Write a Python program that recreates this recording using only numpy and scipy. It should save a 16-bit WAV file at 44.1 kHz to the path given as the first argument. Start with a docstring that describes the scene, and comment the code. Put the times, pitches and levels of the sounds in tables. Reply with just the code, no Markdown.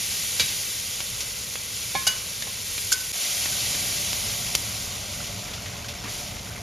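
"""A kitchen, close to the stove, the stereo microphone facing a wok over a gas burner and under a fan.
Chopped greens and chillies sizzle from the start as their water bursts out of the hot oil. In the first
three seconds a steel spatula pushes them about, ticks on the pan and clashes hard with it four times.
The level dips briefly, the roar swells, and at 4.55 s one drop spits loudly. Last, stock is poured in:
it splashes and bubbles, and the frying thins to a crackle as the pan cools."""
import sys
import numpy as np
from scipy import signal
from scipy.fft import rfft, irfft, next_fast_len
from scipy.io import wavfile

SR = 44100
rng = np.random.default_rng(int(sys.argv[2]) if len(sys.argv) > 2 else 0)


def persist_wave(psi):
    """Save psi, clipped to +-1, as 16-bit WAV."""
    counts = np.round(np.clip(psi, -1, 1) * 32767).astype(np.int16)
    wavfile.write(sys.argv[1], SR, np.atleast_2d(counts).T)


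N = 291927
TIME = np.arange(N) / SR
CHANGE_S = 3.119  # the level dips; roar, draught and greens change their sound

# spatula blows that ring the wok: (time [s], spot, level [dB], left minus right [dB])
BLOWS = [(0.3966, "wall", 0.5, -2.5), (1.9485, "rim", 0, -2.5), (2.0668, "bottom", 1.5, -1),
         (2.468, "rim", -17, -4), (2.9186, "slope", -0.5, -0.5), (3.001, "slope", -18, -7),
         (3.518, "slope", -15.5, 2)]
# how the blade bites at the wall, rim, bottom and slope, levels re the blow:
# (spot, grit [dB], centre [Hz], width [Hz], grit of the bounce [dB], thud [dB])
SPOTS = [("wall", -18.5, 3760, 3800, -26.5, -32), ("rim", -26.5, 670, 200, -38, -39),
         ("bottom", -21.5, 6300, 5200, -16.5, -47), ("slope", -16.5, 6500, 4900, -15, -54)]


def frying():
    """Water bursts out of the oil in tiny bubbles; the quieter the pan, the fewer, until they crackle."""
    # spectra of bursting bubbles and of fine spray: (frequency [Hz], level [dB])
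    sizzle_spectrum = [(300, -17), (1000, -18.5), (1500, -13.5), (1730, -11.5), (2050, -6), (2500, -4),
                       (3300, -1.5), (4000, -2), (6200, -0.5), (7500, -2.5), (9500, -8), (13000, -15)]
    spray_spectrum = [(3000, -15), (6000, -2), (8500, 2.5), (10000, 2), (11500, -1), (13500, -7.5),
                      (15500, 1)]
    # pan resonances stirred by the frying: (frequency [Hz], width [Hz], level re the sizzle [dB])
    pan_resonances = [(1467, 35, -31.5), (2130, 350, -18), (3320, 190, -27.5)]
    sizzle_db, spray_db = boiling()
    rate = 6000 * undb(sizzle_db + 38) ** 2
    bubbles = clicks(rate, spread_db=1) * undb(.5 * walk(35))
    droplets = clicks(450, spread_db=.5) * undb(2 * walk(13))
    pan = sum(undb(db) * noise_band(hz, width) for hz, width, db in pan_resonances)
    sizzle = colour(bubbles, sizzle_spectrum) + pan
    spray = colour(clicks(rate, spread_db=3) + undb(-22) * droplets, spray_spectrum)
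    # larger droplets keep crackling as the pan cools
    crackle = undb(.5 * sizzle_db - 31.5) * colour(droplets, sizzle_spectrum)
    hiss = undb(sizzle_db + 1) * sizzle + undb(spray_db + 3.5) * spray + crackle
    return hiss + undb(-10) * echoes(hiss, t60=.039)  # reflections inside the bowl


def boiling(quench_s=4.75):
    """Relative dB of sizzle and spray: each turn lifts them, the stock quenches them and flares."""
    # the greens are turned and wet sides meet hot steel:
    # (time [s], relative sizzle [dB], relative spray [dB], rise [s], hold [s])
    turns = [(-0.3, -32.5, -34, 0.17, 0.62), (1.55, -36.5, -39, 0.28, 0.11),
             (2.56, -36.5, -35.5, 0.18, .03), (3.05, -30.5, -34, 0.18, 0.76)]
    # stock washes up the hot wall: columns as for the turns
    flares = [(5.05, -40, -44, 0.11, 0.089), (6.05, -37, -41.5, .06, 0.087), (6.42, -47, -47, 0.042, .02)]
    resting_power = undb([[-37.5], [-40.5]]) ** 2
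    hot_power = resting_power + surges(turns, fall_db_per_s=8.5)
    quench_db_per_s = [3.3, 19]  # the fine spray dies first
    cooling = undb(-np.outer(quench_db_per_s, np.maximum(TIME - quench_s, 0)))
    return 10 * np.log10(hot_power * cooling ** 2 + surges(flares, fall_db_per_s=51))


def surges(table, fall_db_per_s):
    """Power of sizzle and spray from events that each rise, hold and die away."""
    power = np.zeros((2, N))
    for s, sizzle_db, spray_db, rise_s, hold_s in table:
        age = TIME - s
        fall = undb(-fall_db_per_s * np.maximum(age - rise_s - hold_s, 0))
        envelope = np.clip(age / rise_s, 0, 1) * fall
        power += (undb([[sizzle_db], [spray_db]]) * envelope) ** 2
    return power


def steel(split_hz=6, twin_db=-13, lag_s=.0025):
    """A blow rings the steel, each mode as strongly as the struck spot allows."""
    # wok and spatula ringing together:
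    # (frequency [Hz], t60 [s], level struck at the wall [dB], rim [dB], bottom [dB], slope [dB])
    modes = [ (481, .09, -36, -44, -45, -55), (647, 0.045, -35, -29, -32, -60),
             (805, 0.048, -57, -20.5, -31, -60), (1064, .42, -48, -28, -36, -52),
             (1470, .12, -45, -55, -33, -29), (1511, .28, -44, -55, -29, -26.5),
             (1550, .12, -34, -55, -38, -29), (1708, .45, -46, -31, -44, -52),
             (2190, .22, -42, -31, -39, -39), (2330, .17, -26, -46, -46, -39),
             (2363, .35, -35, -32, -55, -57), (2929, .31, -35, -45, -21.5, -48),
             (3335, .18, -40, -36, -45, -37), (3675, .2, -32, -33, -52, -44),
             (3842, .4, -27.5, -48, -48, -48), (4320, .14, -38, -34, -40, -34),
             (4609, .18, -26, -50, -31, -32), (4790, .18, -33, -52, -28, -35),
             (5080, .15, -35, -45, -32, -28), (6344, .22, -30, -55, -26, -33),
             (6475, .1, -26, -52, -23, -34), (6831, 0.12, -36, -44, -39, -23),
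             (7330, 0.11, -39, -55, -34, -32), (10300, 0.06, -44, -55, -33, -41)]
    out, age = np.zeros((2, N)), np.arange(SR // 2) / SR
    hz, t60, *spots_db = np.transpose(modes)
    # the pan is not quite round, so every mode beats with a close twin
    twins = undb(twin_db) * np.cos(2 * np.pi * np.outer(hz - split_hz, age))
    decay = np.exp(-np.log(1000) * np.outer(1 / t60, age))
    rings = (np.cos(2 * np.pi * np.outer(hz, age)) + twins) * decay
    spot_db = {row[0]: column for row, column in zip(SPOTS, spots_db)}
    for s, spot, db, balance_db in BLOWS:
        ring = (rng.choice([-1, 1], len(hz)) * undb(db + spot_db[spot])) @ rings
        start = int((s + lag_s) * SR)
        out[:, start:start + len(age)] += undb([[balance_db / 2], [-balance_db / 2]]) * ring
    return out


def blade(bounce_s=.0075, thud_hz=173, thud_width_hz=82, grit_t60=.063, bounce_t60=.062, thud_t60=.16):
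    """At each blow the blade bites, bounces once and thuds the wok on its stand; in between it ticks."""
    # ticks on the pan, or a slide where the decay is long: (time [s], level [dB], centre [Hz], t60 [s])
    touches = [(.402, -29.5, 3000, 0.75), (1.0044, -26, 2600, 0.048), (1.206, -24, 4830, 0.068),
               (1.556, -29, 2700, 0.05), (2.4223, -23, 2800, .045), (2.779, -24.5, 2620, 0.049),
               (3.458, -23.5, 1620, 0.033), (3.745, -27.5, 1800, .07), (4.131, -21, 4500, 0.015)]
    bites = {spot: bite for spot, *bite in SPOTS}
    contacts = [(s, db, hz, .98 * hz, t60) for s, db, hz, t60 in touches]
    for s, spot, db, _ in BLOWS:
        grit_db, hz, width, bounce_db, thud_db = bites[spot]
        contacts += [(s, db + grit_db, hz, width, grit_t60),
                     (s + bounce_s, db + bounce_db, hz, width, bounce_t60),
                     (s + bounce_s, db + thud_db, thud_hz, thud_width_hz, thud_t60)]
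    return bursts(contacts)


def spit():
    """A drop flashes to steam in the hot oil."""
    # bursts of steam: (time [s], level [dB], centre [Hz], width [Hz], t60 [s])
    steam_bursts = [(4.552, -6, 6000, 7900, 0.011), (4.552, -43, 558, 500, 0.027),
                    (4.5572, -18, 4500, 6000, 0.017)]
    return bursts(steam_bursts)


def pops():
    """A large bubble bursts with one quickly damped note."""
    # single large bubbles: (time [s], level [dB], frequency [Hz], t60 [s])
    large_bubbles = [(4.55, -10.5, 3300, 0.0055), (4.5538, -13, 5660, 0.0041), (5.985, -36, 5400, 0.082),
                     (6.056, -32, 1160, .05)]
    return sum(undb(db) * fade(s, t60) * np.sin(2 * np.pi * hz * (TIME - s))
               for s, db, hz, t60 in large_bubbles)


def splashes():
    """Gulps of stock slap into the pan, each in a band as wide as its centre frequency."""
    # gulps landing: (time [s], level [dB], centre [Hz], t60 [s])
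    gulps = [(5.537, -33, 3500, 0.14), (5.66, -35.5, 1700, 0.17), (5.885, -31, 3600, 0.13),
             (6.039, -34.5, 1160, 0.38)]
    return bursts([(s, db, hz, hz, t60) for s, db, hz, t60 in gulps])


def stock(start_s=5.2, end_s=6.6, low_hz=1300, high_hz=6500, cycles=22, rise=.15, count=170):
    """Poured stock traps air; each bubble rings briefly, rising in pitch."""
    out, age = np.zeros(N), np.arange(SR // 20) / SR
    for when, pitch, faintness in rng.random((count, 3)):
        hz = low_hz * (high_hz / low_hz) ** pitch
        life = age * hz / cycles
        glide = 1 + rise * np.minimum(life, 2) / 2
        ring = np.sin(2 * np.pi * hz * age * glide) * np.exp(-np.e * life)
        db = -45 - 3 * np.log(faintness + .0066)  # most are faint, a few stand out
        start = int((start_s + when * (end_s - start_s)) * SR)
        out[start:start + len(age)] += undb(db) * ring[:N - start]
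    return out


def stirring(before_db=-48, after_db=-43.5, shove_db=-42.5):
    """Wet stalks squelch and patter, louder after the brief dip and after each shove."""
    # spectrum of wet greens: (frequency [Hz], level [dB])
    wet_spectrum = [(150, -19), (450, -0.5), (750, -7), (1000, 0), (1450, -1.5), (1720, -5), (2100, 0.5),
                    (4000, -8.5), (9000, -15)]
    steady = undb(np.where(TIME < CHANGE_S, before_db, after_db))
    shoved = sum(undb(shove_db + db) * fade(s, t60=1) for s, _, db, _ in BLOWS)
    patter = colour(clicks(2500, spread_db=.4), wet_spectrum)
    return np.hypot(steady, shoved) * patter * undb(1.2 * walk(22))


def burner_and_fan(low_db=-46, drop_db=-54.5, full_db=-40, swell_s=.43):
    """The flame's roar is low, drops, then swells; the fan hums unsteadily and draws air up its duct."""
    # spectrum of the flame: (frequency [Hz], level [dB])
    roar_spectrum = [(20, -52), (32, 6.5), (45, -7.5), (65, -1.5), (105, 0), (145, -7), (210, -7.5),
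                     (300, -16), (380, -22.5), (520, -22), (900, -20), (3000, -50)]
    # tones of the fan: (frequency [Hz], level re the roar [dB])
    fan_tones = [(111, -10), (184, -14.5)]
    # airy duct resonances: (frequency [Hz], width [Hz], level before CHANGE_S [dB], level after [dB])
    duct_resonances = [(419, 26, -61, -57), (495.5, 38, -57, -72), (585.5, 34, -60, -51.5),
                       (714, 65, -89, -51)]
    swell_db = np.interp(TIME, [CHANGE_S, CHANGE_S + swell_s], [drop_db, full_db])
    roar_db = np.where(TIME < CHANGE_S, low_db, swell_db)
    roar = colour(rng.standard_normal(N), roar_spectrum)
    hum = sum(undb(db + 1.2 * walk(6)) * np.sqrt(2) * np.sin(2 * np.pi * hz * TIME + walk(22))
              for hz, db in fan_tones)
    draught = sum(undb(np.where(TIME < CHANGE_S, before_db, after_db)) * noise_band(hz, width)
                  for hz, width, before_db, after_db in duct_resonances)
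    return undb(roar_db) * (roar + hum) + draught


def widen(x, tail_t60=.16, scatter_rate=1200, split_hz=3500):
    """The sound is wide in the lower middle and in two treble bands."""
    # stereo width by frequency: (frequency [Hz], side minus mid [dB])
    stereo_width = [(50, -23), (250, -11.5), (600, -11.5), (1100, -5), (1500, -10.5), (1750, 3.5),
                    (2300, -48), (5900, -76), (7400, -1.5), (8200, 35), (9300, -2), (11600, -14),
                    (13500, -22), (14800, 55)]
    mono = x.mean(axis=0)
    side_gain = lambda hz: 1 / np.hypot(1, 1 / spectrum(stereo_width, hz))
    low_side = shape(echoes(mono, tail_t60), lambda hz: side_gain(hz) * (hz < split_hz))
    analytic = signal.hilbert(mono, next_fast_len(N))[:N]
    scattered = np.real(analytic * np.exp(1j * np.pi * walk(scatter_rate)))
    high_side = shape(scattered, lambda hz: side_gain(hz) * (hz >= split_hz))
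    mid = shape(x, lambda hz: 1 / np.hypot(1, spectrum(stereo_width, hz)))
    return mid + (low_side + high_side) * np.array([[1], [-1]])


def echoes(x, t60):
    """A short dense tail of reflections, as loud as the sound itself."""
    tail = (rng.standard_normal(N) * fade(.0023, t60))[:SR // 4]
    return signal.fftconvolve(x, tail / np.linalg.norm(tail))[:N]


def bursts(table):
    """Short dying bursts of gritty chatter, each in its own band."""
    # spectrum of the chatter: (frequency [Hz], level [dB])
    chatter_spectrum = [(100, 21), (700, -3), (1200, -12), (1700, -2.5), (2300, -2.5), (3700, -1.5),
                        (4600, -1.5), (5900, -1.5), (6600, -4.5), (8000, 0.5), (11000, -2), (15500, -8)]
    out, age = np.zeros(N), np.arange(SR // 2) / SR
    chatter = colour(clicks(24000, spread_db=1), chatter_spectrum)
    for s, db, hz, width, t60 in table:
        start = int(s * SR)
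        grit = unit(resonate(chatter[start:start + len(age)], hz, width))
        out[start:start + len(grit)] += undb(db) * grit * np.exp(-np.log(1000) * age[:len(grit)] / t60)
    return out


def clicks(rate, spread_db):
    """Clicks at random moments, rate a second, a few larger than the rest."""
    happens = rng.random(N) < rate / SR
    sizes = rng.uniform(-.86, 1, N) * undb(spread_db * np.minimum(rng.exponential(size=N), np.pi))
    return unit(happens * sizes / np.sqrt(np.minimum(rate, SR)))


def walk(rate):
    """Smooth random wandering, spread near 1."""
    knots = rng.standard_normal(N // 10)
    return np.interp(TIME * rate, np.arange(len(knots)), knots)


def fade(start, t60):
    """A sudden start and an exponential decay."""
    age = TIME - start
    return (age >= 0) * np.exp(-np.log(1000) * np.clip(age / t60, 0, 10))


def noise_band(hz, width_hz):
    """Noise through one resonance; rms 1."""
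    return unit(resonate(rng.standard_normal(N), hz, width_hz))


def resonate(x, hz, width_hz):
    """Two-pole band-pass, gain 1 at the centre."""
    g, k = np.tan(np.pi * hz / SR), width_hz / hz
    return signal.lfilter([g * k, 0, -g * k], [1 + g * k + g * g, 2 * g * g - 2, 1 - g * k + g * g], x)


def colour(x, table):
    """Give a sound a spectrum; rms 1."""
    return unit(shape(x, lambda hz: spectrum(table, hz)))


def shape(x, gain):
    """Filter a sound by a gain that is a function of frequency."""
    size = next_fast_len(N)
    hz = np.maximum(np.arange(size // 2 + 1) * SR / size, 1)
    return irfft(rfft(x, size) * gain(hz), size)[..., :N]


def spectrum(table, hz):
    """Gain at hz from points of (frequency [Hz], level [dB])."""
    points_hz, db = np.transpose(table)
    return undb(np.interp(np.log(hz), np.log(points_hz), db))


def undb(db):
    """Decibels to gain."""
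    return 10 ** (np.asarray(db) / 20)


def unit(x):
    """Scale to rms 1."""
    return x / np.sqrt(np.mean(x ** 2) + 1e-18)


def scene():
    """Everything comes from the stove, straight ahead of the microphone."""
    food = frying() + stirring() + stock() + splashes() + spit() + pops()
    spatula = blade() + steel()
    return widen(food + spatula + burner_and_fan())


def record(dry, onset_s=.001, recovery_s=.0051, bottom_hz=38, top_hz=15650):
    """The level dips briefly once; the deepest bass and the top are cut."""
    age = TIME - CHANGE_S
    dip_db = -34 * np.clip(age / onset_s, 0, 1) * np.exp(-np.abs(age) / recovery_s)
    out = np.clip(dry * undb(dip_db), -1, 1)
    out = signal.sosfilt(signal.butter(10, bottom_hz, "high", fs=SR, output="sos"), out)
    return signal.sosfilt(signal.ellip(14, .1, 80, top_hz, fs=SR, output="sos"), out)


dry = scene()
out = record(dry)
persist_wave(out)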